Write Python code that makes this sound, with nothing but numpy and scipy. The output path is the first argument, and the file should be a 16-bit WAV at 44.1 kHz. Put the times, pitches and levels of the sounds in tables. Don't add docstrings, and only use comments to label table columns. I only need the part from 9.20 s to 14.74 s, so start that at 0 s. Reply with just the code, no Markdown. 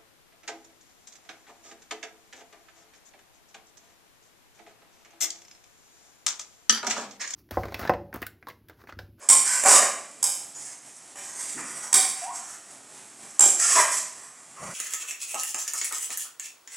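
import sys
import numpy as np
from scipy import signal
from scipy.fft import rfft, irfft
from scipy.io import wavfile
from scipy.ndimage import uniform_filter1d, minimum_filter1d

SR = 44100
rng = np.random.default_rng(int(sys.argv[2]) if len(sys.argv) > 2 else 0)


def file_out(sig):
    cols = np.atleast_2d(sig).T
    lim = np.clip(cols, -1, 1)
    pcm = np.round(lim * 32767).astype(np.int16)
    wavfile.write(sys.argv[1], SR, pcm)


N = 244269
TIME = np.arange(N) / SR

# start_s, level_db, bounce_delay_s,
# rattle_db, body_db, low_mode_hz, low_boost_db, high_mode_hz, high_boost_db
BLADE_LANDINGS = [(0.0881, -7, 0.0096, -6, 1.5, 1066, 17.5, 8600, 13),
                  (0.436, -15.5, 0.0219, -20, 8.5, 570, 17.5, 9730, 10),
                  (1.0273, -12.5, 0.0119, -9, -1.5, 2214, 15.5, 5450, 2),
                  (1.956, -37, .03, -9, 18, 800, 6, 3058, 4),
                  (2.7280, -10, 0.012, -1, 1.5, 759, 15.5, 4640, 14),
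                  (4.193, -10, .013, -2, 4, 815, 4, 7440, 12.5)]
# pitch_hz, level_db, t60_s
STEEL_MODES = [(270, -17, .4), (395, -11, .45), (571, -6, .4), (690, -10, .3), (762, -9, .4),
               (997, -2, .35), (1066, -7, .25), (1206, -8, .4), (1395, -9, .35), (1539, -9, .4),
               (1780, -10, .3), (1917, -7, .3), (2090, -8, .33), (2379, -2, .6), (3058, -7, .6),
               (3500, -11, .35), (3817, -11, .5), (4624, -6, .36), (5350, -7, .25), (5600, -4, .28),
               (5734, -4, .28), (6085, -6, .28), (6348, -7, .3), (7052, -5, .3), (7455, -2, .3),
               (7706, -3, .3), (7990, -2, .3), (8330, -2, .33), (8580, -2, .33), (8681, -4, .28)]
# freq_hz, level_db
CLACK_SPECTRUM = [(60, -42.5), (130, -34.5), (260, -26.5), (550, -26.5), (780, -16.5), (1400, -23),
                  (2250, -18), (2900, -25), (3600, -19), (4200, -24.5), (5400, -10), (6500, -11.5),
                  (7800, 0.5), (8700, -9), (10500, -11), (12500, -25), (15500, -34)]
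# freq_hz, level_db
EDGE_SPECTRUM = [(500, -51.5), (2000, -3.5), (3000, -18.5), (4000, -18), (5200, -6), (6400, -2),
                 (7600, 2.5), (8600, -0.5), (9500, -5.5), (10800, -10), (12200, -22.5), (15500, -35)]
# freq_hz, level_db
BELLY_SPECTRUM = [(60, -60), (140, -23), (260, -13.5), (480, -8.5), (640, 0), (820, -1.5), (1150, 6.5),
                  (1500, 1.5), (2000, 2), (2600, -6), (3400, -25), (5000, -46.5), (12000, -66.5)]
# start_s, length_s, edge_hiss_db, belly_pressure_db
BLADE_STROKES = [(0.0, 0.038, -40.5, -44.5), (0.239, 0.28, -24.5, -36.5), (0.446, 0.12, -11, -18.5),
                 (0.602, 0.043, -33, -26.5), (1.341, 0.19, -39.5, -52.5), (1.64, .14, -50, -62),
                 (1.946, 0.3, -39, -46.5), (2.17, 0.16, -30.5, -47), (2.364, 0.049, -37, -36),
                 (2.43, 0.25, -37, -43), (2.956, 0.098, -36, -46), (3.113, 0.082, -36.5, -48),
                 (3.21, 0.14, -43, -46), (3.472, 0.048, -45, -56), (4.022, 0.15, -50.5, -63),
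                 (4.383, 0.23, -18.5, -32), (4.548, 0.065, -20, -23.5), (4.673, 0.11, -27, -42.5),
                 (4.915, 0.18, -44.5, -52.5), (5.36, 0.3, -42.5, -42.5)]
# start_s, length_s, start_hz, end_hz, level_db
EDGE_SQUEALS = [(0.266, 0.15, 1531, 1560, -34.5), (0.43, 0.084, 618, 493, -31),
                (0.453, 0.027, 769.5, 789, -15), (0.521, 0.075, 1223, 1143, -24),
                (1.343, 0.06, 6890, 6700, -37), (3.017, 0.056, 693, 791, -31),
                (3.065, 0.0587, 885, 1067, -32), (4.42, 0.0476, 1366, 1430, -29.5),
                (4.554, 0.061, 666, 601, -26), (4.561, 0.056, 995, 976, -15.5),
                (4.584, 0.026, 1958, 2005, -19.5)]
# start_s, length_s, centre_hz, level_db
WOK_SHOVES = [(0.462, 0.036, 402, -30), (0.518, 0.064, 290, -39.5), (2.337, 0.12, 250, -45.5),
              (4.233, 0.053, 390, -39), (5.397, .14, 147, -46.5), (5.405, 0.052, 570, -39)]
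# freq_hz, level_db
SIMMER_SPECTRUM = [(25, -61), (55, -17), (95, -15.5), (125, 1), (160, -5), (260, 3), (500, -4), (700, 2.5),
                   (1100, -5), (2000, -4.5), (3500, -9.5), (5000, -8), (7700, 1.5), (10000, -4),
                   (12000, -19), (15500, -44)]
# freq_hz, t60_s
KITCHEN_DECAY = [(150, 0.76), (1000, 0.55), (3000, 0.58), (8000, 0.5), (15000, 0.42)]

EDGE_RISE_S, EDGE_RELEASE_S = 0.041, 0.016
BELLY_RISE_S, BELLY_RELEASE_S = 0.02, 0.026
SAG_DB_PER_S = 13
WADE_EDGE_DB, WADE_BELLY_DB = -55.5, -62
SIMMER_DB = -50
TOP_HZ = 15900


def strikes(shapes, rattle_s=0.062, ring_db=-21.5, spot_width=0.024, spot_share=0.92, build_s=0.04):
    mode_hz = np.array(STEEL_MODES)[:, 0]
    grid_hz = np.geomspace(20, SR / 2, num=400)
    clacks, rings = np.zeros(N), np.zeros(N)
    for (start_s, level_db, bounce_s, rattle_db, body_db,
         low_hz, low_db, high_hz, high_db) in BLADE_LANDINGS:
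        body = [(2600, body_db), (4800, 0)]

        def spot(hz):
            low = low_db * bump(hz, low_hz, spot_width)
            return low + high_db * bump(hz, high_hz, spot_width)

        contacts_s = np.array([[start_s], [start_s + bounce_s]])
        age = np.maximum(TIME - contacts_s, 0) / .0018
        first, second = age * np.exp(1 - age)
        rattle = amp(rattle_db) * fade(start_s + bounce_s, rattle_s) * amp(2 * walk(320))
        force = contact((first + second + rattle) * rng.standard_normal(N))
        tone_db = along(CLACK_SPECTRUM, grid_hz) + along(body, grid_hz) + spot_share * spot(grid_hz)
        clacks += amp(level_db) * colour(force, np.c_[grid_hz, tone_db])

        scatter_db = 2 * rng.standard_normal(len(mode_hz))
        gains = amp(level_db + ring_db + spot(mode_hz) + along(body, mode_hz) + scatter_db)
        ring = gains @ shapes * (1 - np.exp(-TIME[:SR] / build_s))
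        rings += np.pad(ring, (int(start_s * SR), N))[:N]
    return clacks, rings


def mode_shapes():
    t = TIME[:SR]
    rows = []
    for pitch_hz, level_db, t60_s in STEEL_MODES:
        sine = np.sin(2 * np.pi * (pitch_hz * t + rng.random()))
        rows.append(amp(level_db) * sine * amp(-60 * t / t60_s))
    return np.array(rows)


def scrapes(shapes, hiss_db=-1.0, belly_db=-1.5, hiss_ring_db=-16, belly_ring_db=-7,
            grip_db=-28, most_slip=0.5, flutter_db=2.0):
    edge, belly = effort()
    slip = np.clip(most_slip * belly / (belly + amp(grip_db)), 0, 1)
    friction = np.sqrt(slip) * judder() + np.sqrt(1 - slip) * grit(9000, 1.8)
    force = sliding(friction) * amp(flutter_db * walk(55))
    hiss = edge * colour(force, EDGE_SPECTRUM)
    body = belly * colour(force, BELLY_SPECTRUM)
    rasp = amp(hiss_db) * hiss + amp(belly_db) * body
    all_modes = shapes.sum(axis=0)
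    ring = np.zeros(N)
    for x, ring_db in [(hiss, hiss_ring_db), (body, belly_ring_db)]:
        ring += amp(ring_db) * x.std() * unit(through(x, all_modes))
    return rasp, ring


def effort():
    edge_power, belly_power = amp(WADE_EDGE_DB) ** 2, amp(WADE_BELLY_DB) ** 2
    for start_s, length_s, edge_db, belly_db in BLADE_STROKES:
        edge = amp(edge_db) * stroke(start_s, length_s, EDGE_RISE_S, EDGE_RELEASE_S)
        belly = amp(belly_db) * stroke(start_s, length_s, BELLY_RISE_S, BELLY_RELEASE_S)
        edge_power = edge_power + edge ** 2
        belly_power = belly_power + belly ** 2
    return np.sqrt(edge_power), np.sqrt(belly_power)


def stroke(start_s, length_s, rise_s, release_s):
    age = np.maximum(TIME - start_s, 0)
    rise = np.minimum(age / rise_s, 1)
    sag = amp(-SAG_DB_PER_S * np.minimum(age, length_s))
    return rise * sag * np.exp(-np.maximum(age - length_s, 0) / release_s)


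def judder(median_rate_hz=260, scatter=.45, size_db=2.9):
    chance = rng.standard_normal((4000, 2))
    gaps_s = np.exp(scatter * chance[:, 0]) / median_rate_hz
    at = (np.cumsum(gaps_s) * SR).astype(int)
    return unit(np.bincount(at, amp(size_db * chance[:, 1]), N)[:N])


def sliding(x, count=40):
    place = np.linspace(0, count - 1, N)
    out = np.zeros(N)
    for k in range(count):
        near = np.abs(place - k) < 1
        out[near] += contact(x[near]) * np.cos(np.pi / 2 * (place[near] - k))
    return out


def contact(x, share=.65, life_s=.002, size=400):
    t = TIME[:size]
    returns = rng.standard_normal(size) * np.exp(-t / life_s) * (t > 0)
    echoed = through(x, returns / np.linalg.norm(returns))
    return (x + share * echoed) / np.hypot(1, share)


def squeals(rough_db=-0.5, overtone_db=-17, overtone_below_hz=4000):
    out = np.zeros(N)
    wobble = 1 + .025 * walk(280)
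    rough = amp(rough_db * walk(130))
    for start_s, length_s, from_hz, to_hz, level_db in EDGE_SQUEALS:
        progress, size = swell(start_s, length_s)
        pitch_hz = (from_hz + (to_hz - from_hz) * progress) * wobble
        phase = 2 * np.pi * np.cumsum(pitch_hz) / SR
        overtone = (from_hz < overtone_below_hz) * amp(overtone_db) * np.sin(2 * phase)
        out += amp(level_db) * size * rough * (np.sin(phase) + overtone)
    return out


def shoves(skirt_db=-14):
    out = np.zeros(N)
    for start_s, length_s, hz, level_db in WOK_SHOVES:
        hump = [(hz / 4, -48), (hz / 2, skirt_db), (hz, 0), (hz * 2, skirt_db), (hz * 10, -70)]
        out += amp(level_db) * swell(start_s, length_s)[1] * colour(grit(2000, 5.7), hump)
    return out


def simmer(flicker_db=2.5):
    bubbles = grit(5000, 2.1) * amp(flicker_db * walk(14))
    return amp(SIMMER_DB) * unit(colour(bubbles, SIMMER_SPECTRUM))


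def kitchen(x, wet_db=-2, gap_s=0.0074):
    t = TIME[:SR]
    noise, hz = rfft(rng.standard_normal(SR)), np.arange(SR // 2 + 1)
    echo = np.zeros(SR)
    for centre_hz, t60_s in KITCHEN_DECAY:
        band = along([(f, float(f == centre_hz)) for f, _ in KITCHEN_DECAY], hz)
        echo += irfft(noise * band, SR) * amp(-60 * t / t60_s)
    echo = echo * np.clip(t / gap_s - 1, 0, 1)
    wet = amp(wet_db) * through(x, echo / np.linalg.norm(echo))
    return (x + wet) / np.hypot(1, amp(wet_db))


def amp(db):
    return 10 ** (np.asarray(db) / 20)


def unit(x):
    return x / np.sqrt(np.mean(x ** 2))


def along(points, hz):
    f, value = np.transpose(points)
    return np.interp(np.log(np.maximum(hz, 1)), np.log(f), value)


def bump(hz, centre_hz, width):
    return np.exp(-(np.log(np.maximum(hz, 1) / centre_hz) / width) ** 2)


def colour(x, points, size=2048):
    gain = amp(along(points, np.arange(size // 2 + 1) * SR / size))
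    cepstrum = irfft(np.log(gain))
    causal = np.r_[cepstrum[0], 2 * cepstrum[1:size // 2]]
    response = irfft(np.exp(rfft(causal, size)))
    return through(x, response / np.linalg.norm(response))


def through(x, response):
    return signal.fftconvolve(x, response)[:len(x)]


def walk(rate_hz):
    k = max(int(SR / rate_hz), 1)
    steps = np.repeat(rng.standard_normal(N)[:N // k + 1], k)
    return unit(uniform_filter1d(steps, k)[:N])


def grit(rate_hz, spread_db):
    size = amp(spread_db * np.minimum(rng.exponential(size=N), 4))
    return unit((rng.random(N) < rate_hz / SR) * size * rng.choice([-1, 1], N))


def fade(start_s, decay_s):
    age = TIME - start_s
    return (age >= 0) * np.exp(-np.maximum(age, 0) / decay_s)


def swell(start_s, length_s):
    progress = np.clip((TIME - start_s) / length_s, 0, 1)
    return progress, 2 * np.sqrt(progress * (1 - progress))


def limiter(x, ceiling=.93, hold_s=.004):
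    size = int(hold_s * SR)
    allowed = ceiling / np.maximum(np.abs(x).max(axis=0), ceiling)
    return x * uniform_filter1d(minimum_filter1d(allowed, 2 * size + 1), size)


def scene():
    shapes = mode_shapes()
    clacks, strike_ring = strikes(shapes)
    rasp, scrape_ring = scrapes(shapes)
    echoed = kitchen(clacks + rasp + squeals() + shoves() + simmer())
    sound = echoed + strike_ring + scrape_ring
    return np.array([sound, sound])


def record(dry, notch_hz=8100, left_minus_right_db=-5, notch_width=0.17):
    hz = np.arange(N // 2 + 1) * SR / N
    balance_db = left_minus_right_db * bump(hz, notch_hz, notch_width)
    ports = irfft(rfft(dry) * amp(np.array([balance_db, -balance_db]) / 2), N)
    top_cut = signal.ellip(8, .2, 70, TOP_HZ, fs=SR, output="sos")
    return signal.sosfilt(top_cut, limiter(ports))


dry = scene()
out = record(dry)
file_out(out)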